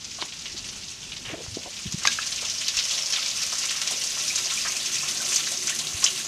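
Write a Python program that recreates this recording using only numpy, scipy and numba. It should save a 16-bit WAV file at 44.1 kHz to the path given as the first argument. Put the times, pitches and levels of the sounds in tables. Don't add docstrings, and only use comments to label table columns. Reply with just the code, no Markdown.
import sys
import numpy as np
from scipy import signal
from scipy.fft import rfft, irfft
from scipy.io import wavfile
from scipy.ndimage import uniform_filter1d
from numba import njit

SR = 44100
rng = np.random.default_rng(int(sys.argv[2]) if len(sys.argv) > 2 else 0)


def persist_wave(psi):
    counts = np.round(np.clip(psi, -1, 1) * 32767).astype(np.int16)
    wavfile.write(sys.argv[1], SR, np.atleast_2d(counts).T)


def nominal_scale(level):
    x = np.asarray(level, float) / 20
    return 10 ** x


N = 276507

SLOT_S, CROSSING_S, TURN_S = 2.04, 0.47, 9.6

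# freq_hz, level_db (per Hz)
STREET_TONE = [(15, -42), (25, 3), (224, 3), (332, -3), (368, -4.5), (468, -7), (659, -10), (961, -9),
               (1050, -14), (1500, -13), (1950, -46), (3300, -120)]
# time_s, level_db
STREET_LEVEL = [(0.0, -50.5), (1.29, -48.5), (2.0, -49), (3.53, -54), (5.92, -52), (6.27, -55)]
# time_s, level_db
HUM_LEVEL = [
    (0, -89),
    (3.5, -56),
    (4.6, -52),
    (5.6, -46),
    (6.27, -48),
]
# freq_hz, width_hz, level_db
HUM_TONES = [(149, 5.6, -9.5), (228, 12.5, -8.5), (311.5, 8.7, -12), (373.6, 15, -7)]
# middle_s, peak_db, pitch_hz, half_length_s
HAND_THUMPS = [(0.55, -40.5, 346, 0.0077), (1.217, -40, 241, 0.0026), (1.287, -39, 108, 0.015),
               (1.306, -44, 342, 0.0034), (1.334, -33, 120, 0.0048), (1.338, -30, 318, 0.008),
               (1.347, -31, 590, 0.0032), (1.381, -36, 360, 0.0034), (1.393, -38, 300, 0.0052),
               (1.412, -37, 500, 0.0058), (1.486, -30, 87.5, 0.0047), (1.531, -35, 104, 0.015),
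               (1.572, -21, 333, 0.0019), (1.862, -26.5, 174, 0.0056), (1.878, -29.5, 94.5, 0.0078),
               (1.946, -21, 164, 0.0047), (1.981, -35, 148, 0.0051), (2.781, -41, 60.4, 0.014),
               (5.952, -33, 85.5, 0.0082)]
# start_s, peak_db, centre_hz, length_s
HOUSING_RUBS = [(1.247, -30, 2400, 0.031), (1.277, -30, 2400, 0.03), (1.296, -41, 452, 0.015),
                (1.298, -31.5, 2500, 0.02), (1.314, -37, 2620, 0.012), (1.333, -39, 500, 0.0078),
                (1.366, -47, 500, 0.012), (1.391, -43, 460, 0.011), (1.402, -43, 520, 0.01),
                (1.567, -43, 560, .02), (1.651, -37.5, 630, 0.012), (2.049, -18, 3830, 0.015),
                (2.412, -44, 647, 0.017), (3.908, -40.5, 474, 0.078)]
# start_s, peak_db, pitch_hz, decay_cycles
BODY_KNOCKS = [(0.2144, -21, 4530, 3.9), (0.218, -11.5, 4100, 2.2), (0.2243, -10, 2800, 0.58),
               (0.2275, -16, 3130, 1.6), (1.464, -29, 847, 0.33), (2.0522, -13, 1170, 4.8),
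               (2.053, -12, 2090, 3.7), (2.0536, -13, 5600, 5.5), (2.0724, -1.5, 4040, 0.59),
               (2.073, -5, 4760, 3.5), (2.0732, -8, 2540, 4.4), (2.0742, -4.5, 6330, 8.3),
               (2.075, -10.5, 3830, 7.3), (2.076, -16.5, 1634, 13), (2.189, -23.5, 1715, 6.1),
               (2.1891, -25, 1320, 4.6)]
# middle_s, peak_db, pitch_hz, half_length_s
SHARP_TICKS = [(0.2248, -32, 330, 0.0021), (0.225, -21.5, 960, 0.0014), (0.2258, -26, 2500, 0.00035),
               (0.2293, -22, 3600, .0003), (1.2538, -24, 2900, 0.00094), (1.296, -25, 2500, .0004),
               (1.33, -34, 2400, .0005), (1.344, -31, 600, .001), (1.392, -35, 480, .0012),
               (1.4645, -37, 900, 0.00058), (1.6355, -26, 3250, .0006), (1.9225, -25, 6000, 0.00054),
               (2.0535, -26, 750, 0.0013), (2.0729, -6, 3200, 0.00014), (2.0737, -12, 5370, .0004),
               (2.0838, -14, 3800, .0005), (2.187, -22, 2700, 0.00075), (2.1886, -18.5, 1520, .0011),
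               (2.499, -21, 5650, 0.00045), (2.6827, -7, 5660, 0.00019), (2.6862, -11, 4450, 0.00025),
               (2.7705, -19, 6000, 0.00044), (3.1062, -18, 5670, .0006), (3.1255, -14, 5400, 0.00054),
               (3.8745, -21, 4500, .0004), (5.361, -13, 6200, .0005), (6.0645, -13, 2950, .001)]
# start_s, peak_db, centre_hz
STREET_SLUGS = [(0.042, -14.5, 6260), (0.139, -30, 4040), (0.205, -17.5, 4540), (0.247, -20, 6170),
                (0.32, -23.5, 2980), (0.388, -16.5, 6500), (0.454, -18, 2950), (0.518, -16.5, 5500),
                (0.575, -17, 4600), (0.638, -24.5, 2880), (0.685, -17, 4800), (0.84, -21, 5930),
                (0.932, -29, 5600), (1.116, -20, 3100), (1.164, -18.5, 3740), (1.2526, -24, 2880),
                (1.541, -18, 4930), (1.6347, -34, 3200), (1.7275, -27, 3260), (1.763, -22, 4100),
                (1.9215, -11, 6200), (2.03, -10, 6640)]
# start_s, peak_db, centre_hz
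SMALL_STREET_SLUGS = [(0.2813, -30, 2980), (0.5641, -20, 3950), (0.8784, -23, 4400), (1.0146, -22, 5930),
                      (1.0844, -28, 5190), (1.413, -34, 3030), (1.4834, -28, 5110), (1.588, -25, 4840),
                      (1.8284, -26, 6450), (1.8634, -23, 2990)]
# start_s, peak_db, centre_hz
BIG_SLUGS = [(2.271, -8.5, 5630), (2.497, -8, 5700), (2.683, -5.5, 4870), (2.7674, -2, 6000),
             (2.787, -8, 4500), (2.907, -7.5, 4840), (3.0585, -6, 5770), (3.123, -6, 5200),
             (3.135, -10, 4970), (3.259, -12, 5000), (3.28, -8, 5600), (3.31, -10.5, 5300),
             (3.417, -9, 5470), (3.582, -7, 6700), (3.707, -11, 6860), (3.815, -19, 5660),
             (3.873, -4.5, 5600), (4.036, -9.5, 5600), (4.277, -7.5, 5530), (4.357, -2, 6300),
             (4.379, -10, 5150), (4.456, -8.5, 5050), (4.681, -5.5, 6100), (4.858, -7, 5970),
             (4.942, -4, 6100), (5.108, -6.5, 6100), (5.29, -6, 6100), (5.327, -4, 6350),
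             (5.358, 1.5, 6100), (5.67, -2, 6100), (5.693, -9, 6800), (5.789, -14, 4900), (6.0396, 6, 6670)]
# start_s, peak_db, centre_hz
LESSER_SLUGS = [(2.1104, -14.5, 4590), (2.1854, -23, 5880), (2.2234, -20, 4640), (2.4069, -14, 5400),
                (2.4483, -11, 6240), (2.4813, -15, 5700), (2.5795, -13.5, 5260), (2.61, -14, 6830),
                (2.6424, -21, 4500), (2.7504, -16, 5990), (2.837, -9.5, 5730), (2.8838, -16, 5290),
                (2.9791, -10, 5620), (3.0214, -13, 5270), (3.1053, -13, 5680), (3.1914, -11, 4910),
                (3.2291, -26, 5170), (3.3837, -19, 5250), (3.5528, -11, 6200), (3.6064, -16, 6340),
                (3.6326, -15, 5260), (3.6526, -17, 6200), (3.6955, -20, 5460), (3.9689, -18, 5600),
                (4.1255, -19, 5640), (4.144, -21, 5100), (4.1654, -16, 6150), (4.2128, -12, 5800),
                (4.3424, -19, 5950), (4.4413, -14, 4940), (4.5351, -15, 6300), (4.5674, -18, 6180),
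                (4.6129, -15, 4560), (4.7456, -17, 6490), (4.8963, -16, 6330), (4.9247, -11, 6200),
                (4.9821, -12, 5100), (5.0304, -12, 6230), (5.0853, -17, 4970), (5.1464, -19, 6500),
                (5.2465, -15, 5860), (5.4234, -13, 6380), (5.4575, -10, 6200), (5.5343, -12, 5870),
                (5.5702, -11, 5800), (5.6294, -26, 6100), (5.7404, -21, 6440), (5.8544, -31, 6000),
                (5.895, -27, 6400), (5.9334, -24, 6200), (6.0003, -24, 6040), (6.2442, -13, 6680)]
# start_s, peak_db, centre_hz
BRICK_SLAPS = [(2.184, -27, 2700), (2.216, -17, 2900), (2.375, -19, 2880), (2.45, -20.5, 2700),
               (2.494, -23, 3370), (2.608, -17, 2630), (2.679, -16, 3000), (2.769, -15, 2700),
               (2.786, -9.5, 3800), (2.975, -15.5, 3140), (3.131, -12.5, 3340), (3.1565, -12, 3100),
               (3.222, -15, 3570), (3.421, -17, 3620), (3.6865, -13, 3640), (3.8116, -15.5, 3740),
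               (3.8705, -18, 2600), (4.01, -16.5, 3400), (4.2, -19, 3100), (4.373, -17.5, 3250),
               (4.497, -16, 3000), (4.855, -16, 3080), (4.951, -22, 2390), (5.079, -17, 3770),
               (5.397, -17, 3750), (5.6867, -20, 2390), (5.7919, -17, 3100), (5.9665, -19.5, 2830),
               (6.021, -19, 2640), (6.0613, -12.5, 3040)]
# start_s, peak_db, centre_hz
LESSER_SLAPS = [(2.1162, -20, 2700), (2.347, -29, 3560), (2.6667, -19.5, 2990), (2.906, -30, 3970),
                (2.9352, -14.5, 4000), (3.2565, -21, 3630), (3.2959, -21, 3260), (3.3797, -23, 2960),
                (3.513, -29, 3450), (3.63, -25, 2390), (3.7515, -23, 3700), (4.0851, -37, 3540),
                (4.797, -19, 3850), (4.9267, -26, 3740), (5.1507, -20, 3680), (5.2874, -29, 3200),
                (5.3457, -22, 3720), (5.4645, -19.5, 3760), (5.5154, -24, 3980), (5.5363, -24, 3980),
                (5.6605, -30, 2420), (5.9348, -32, 2920), (6.1489, -22, 3750)]
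# start_s, peak_db, centre_hz
FLOOR_PLOPS = [(0.183, -35, 900), (2.014, -30, 1430), (2.219, -39, 1680), (2.417, -34.5, 870),
               (2.605, -44, 1760), (2.735, -34, 1530), (2.784, -25, 1850), (3.124, -27, 1750),
               (3.165, -25, 1510), (3.521, -25.5, 1040), (3.633, -28.5, 1060), (3.704, -25, 1780),
               (3.75, -29.5, 1270), (3.813, -27.5, 1360), (3.903, -32.5, 723), (4.162, -27.5, 1090),
               (4.374, -30, 1620), (4.455, -37, 650), (4.505, -28, 1360), (4.648, -22, 1245),
               (4.667, -27, 1200), (5.026, -30.5, 1030), (5.318, -27, 1780), (5.466, -26.5, 1590),
               (5.511, -32.5, 617), (5.673, -27, 1550), (5.716, -38, 1780), (6.025, -24.5, 1077),
               (6.053, -25, 1890), (6.241, -31, 1054)]
# start_s, peak_db
MIST_BURSTS = [(2.6092, -31), (3.3435, -37), (3.529, -24), (3.585, -25), (3.6524, -23), (3.7087, -24),
               (3.815, -23), (3.8714, -28), (3.9087, -20.5), (4.0369, -23), (4.3557, -22), (4.537, -23),
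               (4.5717, -28), (4.6131, -28), (4.8596, -36), (4.9227, -27), (5.0824, -24), (5.2164, -29),
               (5.2657, -27), (5.3418, -18), (5.5151, -20), (5.5949, -32), (5.629, -25), (5.6593, -24),
               (5.6943, -19.5), (5.7878, -20.5), (6.041, -23), (6.1036, -23)]
# start_s, peak_db, pitch_hz
PUDDLE_GURGLES = [(2.9, -13, 3080), (3.176, -29, 1290), (3.226, -20, 3600), (3.258, -24, 2400),
                  (4.573, -17, 2440), (5, -20.5, 2460), (4.3, -19, 2300), (4.719, -22, 2330),
                  (4.754, -19.5, 2390), (4.9536, -20, 2390), (5.0714, -26, 2390), (5.469, -27, 1575),
                  (5.685, -24, 2390), (5.69, -30, 1480), (5.719, -26, 1810), (5.2, -33.5, 1500),
                  (5.742, -32, 1600), (5.795, -42, 960), (6.061, -13, 2930), (6.195, -31.5, 1610)]
# time_s, splatter_level_db, air_gap_ring_hz
NEARNESS = [(0.0, -37.5, 5800), (0.54, -36, 5700), (1.38, -37.5, 5350), (1.85, -33.5, 5700),
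            (2.02, -33, 5740), (2.12, -27.5, 5730), (2.3, -29.5, 5670), (2.6, -28, 5520),
            (3.12, -26.5, 5300), (3.4, -26.5, 5600), (3.9, -26.5, 5600), (4.4, -25, 5880), (4.9, -26, 5830),
            (5.38, -24.5, 6100), (5.6, -28, 6200), (5.9, -28, 6000), (6.06, -25, 6200), (6.27, -29.5, 6200)]
# freq_hz, level_db (per Hz)
WATER_TONE = [(240, -53.5), (400, -15), (473, -16.5), (543, -11), (662, -11), (954, -17), (1060, -9),
              (1250, -12.5), (1330, -11.5), (1680, -12.5), (2730, -2.5), (4180, -1.5), (6320, 2),
              (13100, -25), (15300, -32)]
# freq_hz, width_hz, level_db
PIPE_RINGS = [(1040, 23, -26), (1360, 18, 0), (1580, 34, 1.5), (1780, 32, 3), (1925, 35, -1.5),
              (2110, 38, -3), (2390, 31, -11), (2530, 29, -18), (2700, 31, -17), (2950, 29, -11),
              (4900, 300, -13), (6200, 530, -40)]


def unit(x):
    return x / np.sqrt(np.mean(x ** 2))


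def curves(table):
    s, *columns = np.transpose(table)
    return [np.interp(np.arange(N) / SR, s, c) for c in columns]


def inside(outer, inner, span_s):
    progress = (np.arange(N) / SR - SLOT_S) / span_s + .5
    return outer + (inner - outer) * np.clip(progress, 0, 1)


def db_at(spectrum, hz):
    f, db = np.transpose(spectrum)
    return np.interp(np.log(np.maximum(hz, 1)), np.log(f), db)


def colour(x, spectrum, size=2048):
    gain = nominal_scale(db_at(spectrum, np.arange(size // 2 + 1) * SR / size))
    cep = irfft(np.log(gain))
    cep = np.r_[cep[0], 2 * cep[1:size // 2], np.zeros(size // 2)]
    return signal.fftconvolve(x, irfft(np.exp(rfft(cep))))[:N]


def band(x, hz, width_hz):
    return signal.lfilter(*signal.iirpeak(hz, hz / width_hz, SR), x)


def cut(x, hz, kind):
    return signal.sosfilt(signal.butter(2, hz, kind, fs=SR, output="sos"), x)


def walk(rate_hz):
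    k = int(SR / rate_hz)
    steps = np.repeat(rng.standard_normal(N // k + 1), k)
    return 0.81 * uniform_filter1d(uniform_filter1d(steps, k), k)[:N]


@njit
def grains(s, hz, cycles, size, glide, swell):
    out = np.zeros(N)
    for k in range(len(s)):
        i = int(s[k] * SR)
        life = cycles[k] * SR / hz[k]
        z = size[k] + 0j
        p = np.exp(2j * np.pi * hz[k] / SR - 1 / life)
        turn = np.exp(2j * np.pi * hz[k] * glide / life / SR)
        closed, opening = 1., np.exp(-1 / (swell * life + 1e-9))
        for j in range(max(i, 0), min(i + int(5 * life), N)):
            closed *= opening
            out[j] += z.imag * (1 - closed)
            z *= p
            p *= turn
    return out


def splats(s, db, hz, length_s, octaves, cycles, scatter_db, count, blur_s=.002):
    u = rng.random((len(s), 5, count))
    late = -np.log(1 - u[:, 0])
    pitch = hz[:, None] * 2 ** (octaves * (u[:, 1] + u[:, 3] - 1))
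    pitch = np.clip(pitch, 100, .44 * SR)
    size = nominal_scale(db[:, None] + scatter_db * (2 * u[:, 2] - 2) - 0.86 * late) * pitch / hz[:, None]
    when = s[:, None] + length_s[:, None] * late + blur_s * u[:, 4]
    return grains(when.ravel(), pitch.ravel(), np.full(size.size, 1. * cycles), size.ravel(), 0.028, 0.021)


def bells(table):
    out, t = 0, np.arange(N) / SR
    for s, db, hz, half_s in table:
        turn = 2 * np.pi * hz * (t - s)
        bell = np.exp(-((t - s) / half_s) ** 2)
        out = out + nominal_scale(db) * bell * (np.sin(turn) + 0.17 * np.cos(2 * turn))
    return out


def street():
    rumble = unit(colour(rng.standard_normal(N), STREET_TONE))
    deep = cut(rumble, 90, "low")
    rumble = rumble + (nominal_scale(inside(5.5, -7, TURN_S)) - 1) * deep
    rumble = rumble * nominal_scale(curves(STREET_LEVEL)[0] + 1.5 * walk(9))
    hum = sum(nominal_scale(db) * unit(band(rng.standard_normal(N), hz, width)) for hz, width, db in HUM_TONES)
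    return rumble + hum * nominal_scale(curves(HUM_LEVEL)[0])


def thumps():
    return bells(HAND_THUMPS)


def rubs():
    s, db, hz, length_s = np.transpose(HOUSING_RUBS)
    grit = splats(s, db - 3.0, hz, length_s, 0.6, 1.35, 2.4, count=140, blur_s=.008)
    return cut(grit, 200, "high")


def knocks():
    s, db, hz, cycles = np.transpose(BODY_KNOCKS)
    return cut(-grains(s, hz, cycles, nominal_scale(db), 0., 0.019), [350, 9000], "band")


def ticks():
    return bells(SHARP_TICKS)


def typed(table, length_s, octaves, cycles, trim_db, blur_s):
    s, db, hz = np.transpose(table)
    db = db + trim_db - db_at(WATER_TONE, hz)
    return splats(s, db, hz, np.full(len(s), length_s), octaves, cycles, 1.53, count=60, blur_s=blur_s)


def mists():
    s, db = np.transpose(MIST_BURSTS)
    table = np.transpose([s, db, np.full(len(s), 9240)])
    return typed(table, .008, 0.57, 1.83, trim_db=-3.5, blur_s=0.0018)


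def gurgles():
    s, db, hz = np.transpose(PUDDLE_GURGLES)
    db = db - 9.5 - db_at(WATER_TONE, hz)
    return splats(s, db, hz, np.full(len(s), 0.009), 0.11, 12.4, 3.2, count=8)


def plop_bubbles():
    s, db, hz = np.transpose(FLOOR_PLOPS)
    size = nominal_scale(db - 7.5 - db_at(WATER_TONE, hz))
    return grains(s + 0.00398, hz, np.full(len(s), 6.9), size, 0.017, 0.13)


def plops():
    return typed(FLOOR_PLOPS, .015, 0.87, 2.8, trim_db=-12, blur_s=.006) + plop_bubbles()


def slaps():
    big = typed(BRICK_SLAPS, .011, 0.76, 1.92, trim_db=-8, blur_s=0.0051)
    return big + typed(LESSER_SLAPS, .011, 0.44, 3.3, trim_db=-10, blur_s=.004)


def cracks(table, trim_db):
    s, db, hz = np.transpose(table)
    size = nominal_scale(db + trim_db - db_at(WATER_TONE, hz))
    return grains(s + .002, hz, np.full(len(s), 3.2), size, 0., 0.14)


def street_slugs():
    big = typed(STREET_SLUGS, 0.0087, 0.59, 0.91, trim_db=-6, blur_s=0.0064)
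    small = typed(SMALL_STREET_SLUGS, .009, 0.48, 2.4, trim_db=-11, blur_s=.004)
    return big + small + cracks(STREET_SLUGS, -22.5)


def slugs():
    big = typed(BIG_SLUGS, .007, 0.69, 2.93, trim_db=-14.0, blur_s=.003)
    small = typed(LESSER_SLUGS, .01, 0.34, 4.7, trim_db=-14.5, blur_s=0.003)
    return big + small + cracks(BIG_SLUGS, -9.5)


def scattered(count, lo_hz, hi_hz, spread_db, length_s):
    u = rng.random((count, 4)).T
    hz = lo_hz * (hi_hz / lo_hz) ** u[1]
    db = 20 * np.log10(hz) + spread_db * u[2] ** 2
    return u[0] * (N - 1) / SR, db, hz, length_s * (.5 + u[3])


def splatter(ring_hz, ring_db):
    fine = scattered(9000, lo_hz=500, hi_hz=15400, spread_db=-6.0, length_s=.0035)
    spray = splats(*fine, 1.29, 1.95, 2.6, count=4)
    coarse = scattered(1100, lo_hz=500, hi_hz=10800, spread_db=8.0, length_s=.011)
    patter = splats(*coarse, 0.39, 4.8, 4.6, count=30)
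    s, db, _, length_s = scattered(500, lo_hz=6000, hi_hz=6100, spread_db=3.0, length_s=.01)
    ring = splats(s, db, ring_hz[(s * SR).astype(int)], length_s, 0.16, 7.6, 9.0, count=12)
    s, db, hz, _ = scattered(2500, lo_hz=904, hi_hz=7070, spread_db=13.0, length_s=1)
    bubbles = grains(s, hz, np.full(len(s), 9.), nominal_scale(db), 0.0563, 1.0)
    hiss = rng.standard_normal(N)
    gulps = (rng.random(N) < 45 / SR) * rng.random(N)
    ragged = 1 + 0.66 * signal.lfilter([1], [1, -np.exp(-1 / (0.011 * SR))], gulps)
    bed = nominal_scale(-7.5) * unit(spray) + nominal_scale(-9.0) * unit(patter) + nominal_scale(-3.5) * hiss
    bed = bed + nominal_scale(-15.5) * unit(bubbles) + nominal_scale(ring_db - 10.5) * unit(ring)
    return ragged * bed


def stream():
    near_db, ring_hz = curves(NEARNESS)
    bass_db = inside(-22, -2, CROSSING_S) + 4.2 * walk(5.11)
    treble_db = inside(-2.5, 8.5, TURN_S)
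    bed = unit(colour(splatter(ring_hz, inside(-16, -4.5, CROSSING_S)), WATER_TONE))
    low, high = cut(bed, 1800, "low"), cut(bed, 8500, "high")
    bed = bed + (nominal_scale(bass_db) - 1) * low + (nominal_scale(treble_db) - 1) * high
    return nominal_scale(near_db - 3.0) * bed


def water():
    singles = mists() + gurgles() + plops() + slaps() + street_slugs() + slugs()
    return stream() + colour(singles, WATER_TONE)


@njit
def walls(x, lags, stretch, gain, damp):
    line, soft, out = np.zeros((8, 2048)), np.zeros(8), np.zeros(len(x))
    for i in range(len(x)):
        total = 0.
        for k in range(8):
            place = i + 2048 - lags[k] * stretch[i]
            j = int(place)
            echo = line[k, j & 2047] + (place - j) * (line[k, (j + 1) & 2047] - line[k, j & 2047])
            soft[k] += (1 - damp) * (gain[k] * echo - soft[k])
            total += soft[k]
            out[i] += soft[k] * (1 - 2 * (k % 2))
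        for k in range(8):
            line[k, i & 2047] = x[i] + soft[k] - total / 4
    return out


def basin(x):
    lags = np.array([131., 187., 241., 307., 379., 463., 571., 683.])
    t60_s = 0.21
    rings = sum(nominal_scale(db) * band(x, hz, width) for hz, width, db in PIPE_RINGS)
    echoes = walls(x + 1e-18, lags, 1 + 0.014 * walk(.8), nominal_scale(-60 * lags / SR / t60_s), 0.078)
    return x + nominal_scale(-3.5) * rings + nominal_scale(-20) * echoes


def scene():
    handling = thumps() + rubs()
    return (street() + handling + basin(knocks() + ticks() + water()))[None]


def band_limit(x):
    return signal.sosfilt(signal.butter(12, 15440, fs=SR, output="sos"), x)


def record(dry):
    limited = np.tanh(dry * 0.52) / 0.53
    top = signal.ellip(8, .2, 80, 15120, fs=SR, output="sos")
    return band_limit(signal.sosfilt(top, limited))


dry = scene()
out = record(dry)
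persist_wave(out)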